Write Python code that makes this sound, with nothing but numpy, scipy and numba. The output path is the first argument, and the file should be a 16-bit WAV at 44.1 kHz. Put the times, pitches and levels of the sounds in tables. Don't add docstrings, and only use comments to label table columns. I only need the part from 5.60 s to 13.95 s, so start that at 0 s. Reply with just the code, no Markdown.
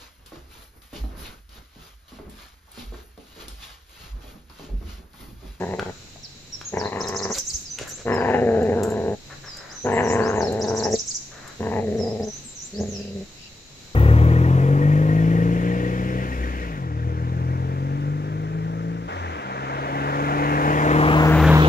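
import sys
import numpy as np
from scipy import signal
from scipy.fft import rfft, irfft
from scipy.io import wavfile
from scipy.ndimage import uniform_filter1d
from numba import njit

SR = 44100
rng = np.random.default_rng(int(sys.argv[2]) if len(sys.argv) > 2 else 0)


def waveform_to_disk(signal):
    frames = np.transpose(np.atleast_2d(signal))
    scaled = np.clip(frames, -1, 1) * 32767
    samples = np.round(scaled).astype(np.int16)
    wavfile.write(sys.argv[1], SR, samples)


N = 368087
TIME = np.arange(N) / SR


def undb(db):
    return 10 ** (np.asarray(db) / 20)


def unit(x):
    return x / np.sqrt(np.mean(x ** 2) + 1e-20)


def steady(x, span_s=0.044):
    size = max(int(span_s * SR), 2)
    power = uniform_filter1d(uniform_filter1d(x * x, size), size)
    return x / np.sqrt(np.abs(power) + 1e-14)


def walk(rate):
    count = int(SR / rate)
    steps = np.repeat(rng.standard_normal(N // count + 1), count)
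    return 1.3 * uniform_filter1d(steps, count)[:N]


def noise(points):
    hz, db = np.transpose(points)
    bins_hz = np.arange(N // 2 + 1) * SR / N
    gain = undb(np.interp(np.log(bins_hz + 1), np.log(hz), db))
    return unit(irfft(rfft(rng.standard_normal(N)) * gain, N))


def cut(x, hz, kind, order=2):
    return signal.sosfilt(signal.butter(order, hz, kind, fs=SR, output="sos"), x)


@njit
def svf(x, hz, width):
    y, band, low = np.empty(len(x)), 0., 0.
    for i in range(len(x)):
        g, k = np.tan(np.pi * hz[i] / SR), width[i] / hz[i]
        v = (band + g * (x[i] + 1e-18 - low)) / (1 + g * (g + k))
        band, low, y[i] = 2 * v - band, low + 2 * g * v, k * v
    return y


def ring(x, hz, width_hz):
    return svf(x, hz + np.zeros(N), width_hz + np.zeros(N))


def formant(x, hz, width_hz):
    return ring(ring(x, hz, width_hz), hz, width_hz)


def add(out, s, sound):
    i = max(int(s * SR), 0)
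    out[i:i + len(sound)] += sound[:N - i]


def swells(table):
    out = np.zeros(N)
    for s, length, db in table:
        add(out, s, undb(db) * signal.windows.tukey(int(length * SR), .5))
    return out


def ticks(table, decay_s):
    out, t = np.zeros(N), TIME[:SR // 20]
    for s, db in table:
        burst = rng.standard_normal(len(t)) * np.exp(-t / decay_s)
        add(out, s, undb(db) * burst / np.abs(burst).max())
    return out


def bump(s, half_s):
    return np.exp(-((TIME - s) / half_s) ** 2)


def walls(x, wet_db, t60_s):
    t = TIME[:SR // 2]
    fade = np.exp(-np.log(1000) * t / t60_s)
    tails = rng.standard_normal((2, len(t))) * fade * (t > .004)
    tails /= np.sqrt(np.sum(tails ** 2, axis=1, keepdims=True))
    return x + undb(wet_db) * signal.fftconvolve(x[None], tails, axes=1)[:, :N]


def closures(phase):
    i = np.flatnonzero(np.diff(np.floor(phase)))
    late = (np.ceil(phase[i]) - phase[i]) / (phase[i + 1] - phase[i])
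    out = np.zeros(N)
    out[i], out[i + 1] = 1 - late, late
    return out


LOOSE_HZ, LOOSE_AT_FOLD_HZ, LOOSE_FOLLOW = 96.24, 224.1, .6


def larynx(fold_hz, rattle, unsteady, jitter=.072, slow_jitter=.125, shimmer_db=2.36,
           chop=1.2, bias=0.59, flap=0.52):
    wandering_hz = fold_hz * np.exp(jitter * rattle * walk(200) + 0.0079 * walk(30))
    fast = np.cumsum(wandering_hz) / SR
    slow_hz = LOOSE_HZ * (fold_hz / LOOSE_AT_FOLD_HZ) ** LOOSE_FOLLOW
    slow = np.cumsum(slow_hz * np.exp(slow_jitter * walk(100))) / SR
    gate = np.clip(bias + chop * np.cos(2 * np.pi * slow), 0, 1)
    buzz = closures(fast) * (1 - np.clip(rattle, 0, 1) * (1 - gate))
    buzz = buzz * undb(shimmer_db * unsteady * walk(130))
    fold_hum = unit(np.sin(2 * np.pi * fast) - np.cos(2 * np.pi * fast))
    loose_hum = unit(np.cos(2 * np.pi * slow))
    return buzz, fold_hum - flap * rattle * loose_hum


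# (time [s], length [s], throat level [dB], mouth level [dB], rasp level [dB],
#  pure hum beside the throat [ratio], unsteadiness [ratio])
GROWL_STARTS = [(-.03, .35, -30, -37.5, -42, 0.4, 1.3), (1.118, 0.62, -30, -32.5, -38, .05, 1.26),
                (2.448, 1.11, -24, -32.5, -34.5, .05, .8), (4.239, 1.123, -22.5, -27, -31, 0.095, 0.62),
                (5.992, .72, -26, -35.5, -40, 0.62, 1), (7.123, 0.527, -32.5, -48, -49, 1.35, 1.6)]
# (time [s], mean vocal fold rate [Hz], rattle depth [0-1],
#  mouth resonance [Hz], mean snarl resonance [Hz])
VOICE_COURSE = [(0, 186.2, 0.81, 936, 1750), (.32, 187, 0.97, 887, 1900), (1.121, 205.7, .92, 920, 1820),
                (1.4, 199.7, 0.98, 1060, 1760), (1.75, 193.3, 0.96, 1070, 1840),
                (2.46, 237.4, 0.97, 1090, 1730), (2.68, 243.6, 0.89, 936, 1700),
                (2.761, 245.5, 0.84, 850, 1710), (2.859, 232.5, 0.86, 730, 1660),
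                (3, 228.1, .85, 777, 1548), (3.25, 216.2, 1, 1015, 1510), (3.54, 211, 0.94, 884.8, 1669),
                (4.24, 241.1, .92, 956, 1570), (4.421, 237.7, 0.95, 955, 1761),
                (4.72, 227.6, 1, 1078, 1550), (4.88, 213.1, 0.95, 762, 1720), (5.179, 220.3, 1, 1000, 1560),
                (5.359, 223.2, 0.81, 717, 1829), (6.001, 226, .98, 1020, 1540), (6.149, 226, 1, 910, 1808),
                (6.266, 219.1, 0.7, 681.3, 1797), (6.62, 215, 0.84, 774, 1860),
                (6.681, 214, 0.1, 740, 1900), (7.14, 198, 0.13, 689, 1855),
                (7.21, 208.2, 0.86, 739.6, 1817), (7.539, 198.6, .85, 688, 1850),
                (7.59, 197.4, 0.48, 695, 1830), (7.649, 185.2, 0.5, 697, 1858)]
# (time [s], half length [s], throat level change [dB])
VOICE_PUSHES = [(0.245, 0.0096, -24), (1.168, 0.033, 4.5), (1.31, 0.01, -15), (1.695, 0.071, 3.5),
                (3.014, 0.33, 5.5), (4.583, 0.13, 3), (5.348, 0.014, 7.5), (6.335, 0.088, 3),
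                (6.71, 0.15, -3.5), (7.22, 0.043, 6.5), (7.439, 0.019, -5), (7.59, 0.032, 4)]
# (time [s], half length [s], mouth level change [dB], rasp level change [dB])
STICK_BITES = [(2.702, 0.13, 8.5, 6.5), (2.76, 0.023, 1, 6), (2.938, 0.087, 7.5, 4), (4.393, 0.033, 2.5, 7),
               (4.822, 0.052, 5.5, 4), (5.257, 0.03, 9, 8.5), (6.156, .05, 6.5, 4), (6.491, .09, 5, -1.5),
               (7.218, .025, 9, -2)]
ATTACK_S, RELEASE_S = 0.015, .018
LIPS_PART_S = 0.037
OPEN_HZ, SHUT_HZ = 1017, 706
SHUT_MOUTH_DB, SHUT_RASP_DB = -2, -9.5
THROAT_FADE_DB_PER_S, MOUTH_FADE_DB_PER_S, RASP_FADE_DB_PER_S = 3, 9, 11.5
MOUTH_PUSH, RASP_PUSH = 0.51, 0.91


def gestures():
    s, *course = np.transpose(VOICE_COURSE)
    fold_hz, rattle, mouth_hz, snarl_hz = (np.interp(TIME, s, column) for column in course)
    shut = np.clip((OPEN_HZ - mouth_hz) / (OPEN_HZ - SHUT_HZ), 0, 1)
    push_db = sum(db * bump(s, half_s) for s, half_s, db in VOICE_PUSHES)
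    mouth_flare_db, rasp_flare_db = sum(
        np.outer(flare_db, bump(s, half_s)) for s, half_s, *flare_db in STICK_BITES)
    mouth_change_db = MOUTH_PUSH * push_db + mouth_flare_db + SHUT_MOUTH_DB * shut
    rasp_change_db = RASP_PUSH * push_db + rasp_flare_db + SHUT_RASP_DB * shut
    controls = np.zeros(N)
    for start, length, throat_db, mouth_db, rasp_db, *manner in GROWL_STARTS:
        age = np.clip(TIME - start, 0, length)
        voiced = np.clip(np.minimum(age / ATTACK_S, (length - age) / RELEASE_S), 0, 1)
        lips = np.minimum(age / LIPS_PART_S, 1)
        levels_db = [throat_db + push_db - THROAT_FADE_DB_PER_S * age,
                     mouth_db + mouth_change_db - MOUTH_FADE_DB_PER_S * age,
                     rasp_db + rasp_change_db - RASP_FADE_DB_PER_S * age]
        this = np.broadcast_arrays(voiced, lips, *levels_db, *manner)
        controls = np.where(TIME >= start, this, controls)
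    return fold_hz, rattle, mouth_hz, snarl_hz, *controls


# (frequency [Hz], width [Hz], level [dB])
THROAT_RESONANCES = [(93, 37, -1), (172, 32, -4.5), (226.6, 77, -3.5), (390.6, 57, 1.5), (449, 39, 1),
                     (670, 30, -1)]
SNARL_WIDTH_HZ = 483
HEAD_HZ, HEAD_WIDTH_HZ, HEAD_DB = 2840, 680, -18


def growl(lag_s=.0001, tremor_db=1.5, snap_db=2.5, gape=1.0, tongue=0.039, puff=5, puff_hz=170,
          turbulence=0.045, mouth_lag_s=.0009):
    (fold_hz, rattle, mouth_hz, snarl_hz, voiced, lips,
     throat_db, mouth_db, rasp_db, hum_ratio, unsteady) = gestures()
    closing, hum = larynx(fold_hz, rattle, unsteady)
    pulses = -closing
    throat = np.zeros(N)
    for hz, width, db in THROAT_RESONANCES:
        breath = turbulence / 2 * rattle * rng.standard_normal(N)
        throat += undb(db) * ring(pulses + breath, hz, width)
    throat = cut(cut(throat, 631, "low", order=6), 71, "high", order=2)
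    throat = steady(throat) + hum_ratio * hum
    sharp = pulses * undb(snap_db * unsteady * walk(150))
    puffs = puff * cut(sharp, puff_hz, "low", order=1) - turbulence
    rasp = sharp + puffs * rng.standard_normal(N)
    mouth = ring(pulses + .5 * rasp, mouth_hz, 130)
    mouth = ring(ring(mouth, 0.65 * mouth_hz, 190), 0.81 * mouth_hz, 590)
    wide = gape * np.clip((mouth_hz - OPEN_HZ) / 150, 0, 1)
    mouth = steady(mouth) + wide * steady(formant(rasp, 1.28 * mouth_hz, 330))
    snarl = formant(rasp, snarl_hz * (1 + tongue * walk(20)), SNARL_WIDTH_HZ)
    head = snarl - undb(HEAD_DB) * formant(rasp, HEAD_HZ, HEAD_WIDTH_HZ)
    head = cut(head, 3360, "low", order=5)
    strength = voiced * undb(tremor_db * unsteady * walk(60))
    low = strength * steady(throat) * undb(throat_db)
    high = strength * lips * (steady(mouth) * undb(mouth_db) + steady(head) * undb(rasp_db))
    high = -np.interp(TIME - mouth_lag_s, TIME, high)
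    low, high = walls(low, wet_db=-16, t60_s=.25), walls(high, wet_db=-9.5, t60_s=.16)
    left, right = low + high * undb([[3], [-3.8]])
    return np.array([left, np.interp(TIME - lag_s, TIME, right)])


# (frequency [Hz], relative level [dB per Hz])
YARD_COLOUR = [(25, 10), (120, 5.5), (200, 4.5), (320, 1.5), (1100, -11.5), (2700, -8), (3300, -10.5),
               (6000, -8), (7600, -10), (8800, -31.5), (14000, -24.5)]
YARD_DB = -48
# (frequency [Hz], level [dB])
HUM_TONES = [(94, -61), (139, -56)]
# (frequency [Hz], half the width of each of two rings [Hz], level [dB])
INSECT_BANDS = [(3976, 240, -54), (6876, 93, -59)]
# (time [s], length [s], level of each of two bands [dB])
FAR_CHATTER = [(7.3, 0.25, -51), (7.76, 0.15, -51)]


def yard():
    side = cut(noise(YARD_COLOUR), 900, "high", order=1) + .5 * cut(noise(YARD_COLOUR), 40, "low")
    air = undb(YARD_DB + walk(11)) * (noise(YARD_COLOUR) + side * np.array([[1], [-1]]))
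    hum = sum(undb(db) * unit(ring(rng.standard_normal(N), hz, 2.5)) for hz, db in HUM_TONES)
    ears = []
    for _ in range(2):
        insects = np.zeros(N)
        for hz, width, db in INSECT_BANDS:
            insects += undb(db + walk(27)) * unit(formant(rng.standard_normal(N), hz, 2 * width))
        chatter = sum(unit(formant(rng.standard_normal(N), hz, hz / 5)) for hz in (2750, 4900))
        ears.append(insects + chatter * swells(FAR_CHATTER) * undb(2 * walk(60)))
    return air + hum + np.array(ears)


# (time [s], starting level [dB], ringing frequency [Hz], ring decay [s])
STICK_CRACKS = [(0.1954, -13.5, 1490, 0.0017), (.56, -34.5, 680, 0.0026), (1.014, -20.5, 1490, 0.00052),
                (2.187, -15.5, 2720, 0.00083)]
# (time [s], length [s], level [dB])
AIR_SNIFFS = [(2.235, 0.059, -43.5), (3.69, 0.06, -42.5), (3.83, 0.067, -46), (3.9, 0.31, -48.5),
              (5.68, 0.29, -47.5)]


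def chewing():
    cracks, t = np.zeros(N), TIME[:SR // 20]
    for s, db, hz, decay_s in STICK_CRACKS:
        add(cracks, s, undb(db) * np.exp(-t / decay_s) * np.sin(2 * np.pi * hz * t))
        crunch = cut(ticks([(s, db)], decay_s=0.0026), [1000, 3 * hz], "band")
        cracks += crunch * undb(-0.5)
    air = noise([(150, -17.5), (550, -3), (900, -8.5), (1250, -6), (1750, -2.5), (2400, -16.0), (12000, -92)])
    sniffs = air * swells(AIR_SNIFFS) * undb(2 * walk(45))
    return walls(cracks + sniffs, wet_db=-2.0, t60_s=0.47) * undb([[1.5], [-1.5]])


# (delay [s], length [s], start [Hz], end [Hz], level change [dB])
TWITTER_STROKES = [(0, 0.031, 5430, 7654, 1.5), (0.03, 0.0163, 5044, 3965, -3),
                   (0.067, .026, 5500, 7000, 2.5), (.082, 0.019, 6700, 4560, -5.5)]
TWITTER_GAP_S, FIRST_PITCH, PITCH_STEP = .155, 0.91, 0.039
TRILL_DB, TRILL_SWELL_DB = -28, 7
SECOND_VOICE_DB = -10


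def trill(second_voice=2.4, bend=0.41, count=4):
    strokes = []
    for k in range(count):
        ratio = FIRST_PITCH + PITCH_STEP * k
        twitter_db = TRILL_DB - TRILL_SWELL_DB * np.exp(-k)
        for delay, length, start_hz, end_hz, db in TWITTER_STROKES:
            strokes.append((k * TWITTER_GAP_S + delay, length, ratio * start_hz, ratio * end_hz, twitter_db + db))
    top_hz = TWITTER_STROKES[0][3]
    strokes += [(s - length / 2, length, min(second_voice * end_hz, top_hz), start_hz, db + SECOND_VOICE_DB)
                for s, length, start_hz, end_hz, db in strokes]
    return [(s, length, start_hz, start_hz + bend * (end_hz - start_hz), end_hz, db)
            for s, length, start_hz, end_hz, db in strokes]


# (time [s], length [s], start [Hz], middle [Hz], end [Hz], level [dB])
OTHER_NOTES = [(0.624, 0.041, 6380, 4930, 3600, -39), (0.919, 0.036, 5510, 5510, 5085, -33),
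               (1.043, 0.047, 6280, 6660, 5940, -32.5), (1.171, 0.05, 6500, 5230, 3940, -36.5),
               (1.234, 0.048, 3470, 4070, 3540, -36.5), (2.035, 0.071, 5830, 4980, 4520, -42.5),
               (2.092, 0.066, 5800, 6000, 6150, -35), (2.283, 0.089, 5590, 6517, 8100, -37),
               (2.495, 0.14, 5465, 5060, 4570, -47), (4.455, .08, 6060, 5120, 4700, -49.5),
               (4.468, 0.084, 7804, 6700, 6370, -40), (4.807, 0.029, 5932, 4670, 4050, -38),
               (4.864, 0.032, 4270, 4145, 3740, -37),]
# (delay [s], length [s], start [Hz], middle [Hz], end [Hz], level [dB])
WARBLE_NOTES = [(0, .19, 6360, 4850, 5680, -43.5), (0.263, 0.045, 4720, 5498, 7392, -43.5),
                (0.301, 0.15, 6597, 5990, 7320, -39), (0.478, 0.11, 8500, 7300, 7500, -43.5),
                (0.583, .12, 7050, 5820, 6530, -39.5), (0.651, 0.07, 6650, 6960, 8090, -38.5),
                (0.772, .1, 4350, 5000, 7000, -43.5), (.845, 0.041, 6100, 6550, 6920, -41.5),
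                (0.996, 0.085, 5600, 5030, 4480, -48), (0.904, 0.14, 7610, 6160, 4740, -41)]
WARBLE_TIMES = [3.828, 6.35]
TRILL_TIMES = [1.399, 5.006]


def bird(other_waver=0.014, warble_waver=0.021, trill_waver=0.044, scatter=.015):
    phrases = [(0.0002, OTHER_NOTES, other_waver)]
    phrases += [(s, WARBLE_NOTES, warble_waver) for s in WARBLE_TIMES]
    phrases += [(s, trill(), trill_waver) for s in TRILL_TIMES]
    out, wobble = np.zeros(N), walk(1200)
    for s, notes, depth in phrases:
        for delay, length, start_hz, middle_hz, end_hz, db in notes:
            u = np.linspace(0, 1, int(length * SR))
            glide = np.polyval(np.polyfit([0, .5, 1], [start_hz, middle_hz, end_hz], 2), u)
            ragged = 1 + depth * wobble[int((s + delay) * SR):][:len(u)]
            hz = glide * (1 + scatter * rng.standard_normal()) * ragged
            tone = np.sin(2 * np.pi * np.cumsum(hz) / SR)
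            add(out, s + delay, undb(db) * signal.windows.tukey(len(u), .5) * tone)
    echoed = undb(-8.0) * (walls(out, wet_db=11.0, t60_s=0.051) + walls(out, wet_db=7, t60_s=0.6))
    return echoed * undb([[-1], [0]])


# (time [s], peak level [dB])
CHAIN_CLINKS = [(1.485, -28), (1.7844, -18), (2.5437, -35), (3.028, -37.5), (3.2326, -22), (3.3026, -31.5),
                (3.9698, -33), (4.9238, -29), (5.877, -32)]
# (time [s], length [s], level [dB])
CHAIN_SLIDES = [(1.73, 0.078, -27), (1.82, 0.25, -37), (2.27, 0.049, -30), (3.235, .11, -39.5)]
# (frequency [Hz], relative level [dB])
LINK_MODES = [(7300, 1), (11500, -20), (13200, -22)]
# (time [s], length [s], level [dB])
PAW_SCUFFS = [(1.73, 0.067, -36), (2.172, 0.074, -37.5), (2.305, 0.024, -41.5), (2.37, 0.063, -44.5)]
# (frequency [Hz], relative level [dB])
SCUFF_SPECTRUM = [(60, -7), (200, -15), (550, -2.5), (900, -17), (1700, -9), (3000, -19.5), (7000, -14.5),
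                  (12000, -55)]
# (time [s], length [s], frequency [Hz], peak level [dB])
LOW_THUDS = [(1.936, 0.031, 58.7, -28), (2.195, 0.05, 117, -36), (2.211, 0.0059, 450, -24),
             (6.84, 0.044, 225.4, -39)]


def chain_and_ground():
    grains = unit(rng.standard_normal(N) * undb(3.0 * walk(500)))
    knocks = ticks(CHAIN_CLINKS, decay_s=0.0047) * undb(13) + grains * swells(CHAIN_SLIDES)
    ringing = sum(undb(db) * ring(knocks, hz, 340) for hz, db in LINK_MODES)
    chain = 0.089 * cut(knocks, 2600, "high") + 1.3 * ringing
    ground = noise(SCUFF_SPECTRUM) * swells(PAW_SCUFFS) * undb(1.93 * walk(150))
    for s, length, hz, db in LOW_THUDS:
        t = TIME[:int(length * SR)]
        add(ground, s, undb(db) * np.hanning(len(t)) * np.sin(2 * np.pi * hz * t))
    return walls(1.4 * chain + ground, wet_db=-6, t60_s=.15)


def scene():
    return growl() + yard() + chewing() + bird() + chain_and_ground()


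TOP_HZ = 14500


def record(dry):
    rounded = np.tanh(1.1 * dry) / 1.1
    return signal.sosfilt(signal.ellip(8, .2, 70, TOP_HZ, fs=SR, output="sos"), rounded)


dry = scene()
out = record(dry)
waveform_to_disk(out)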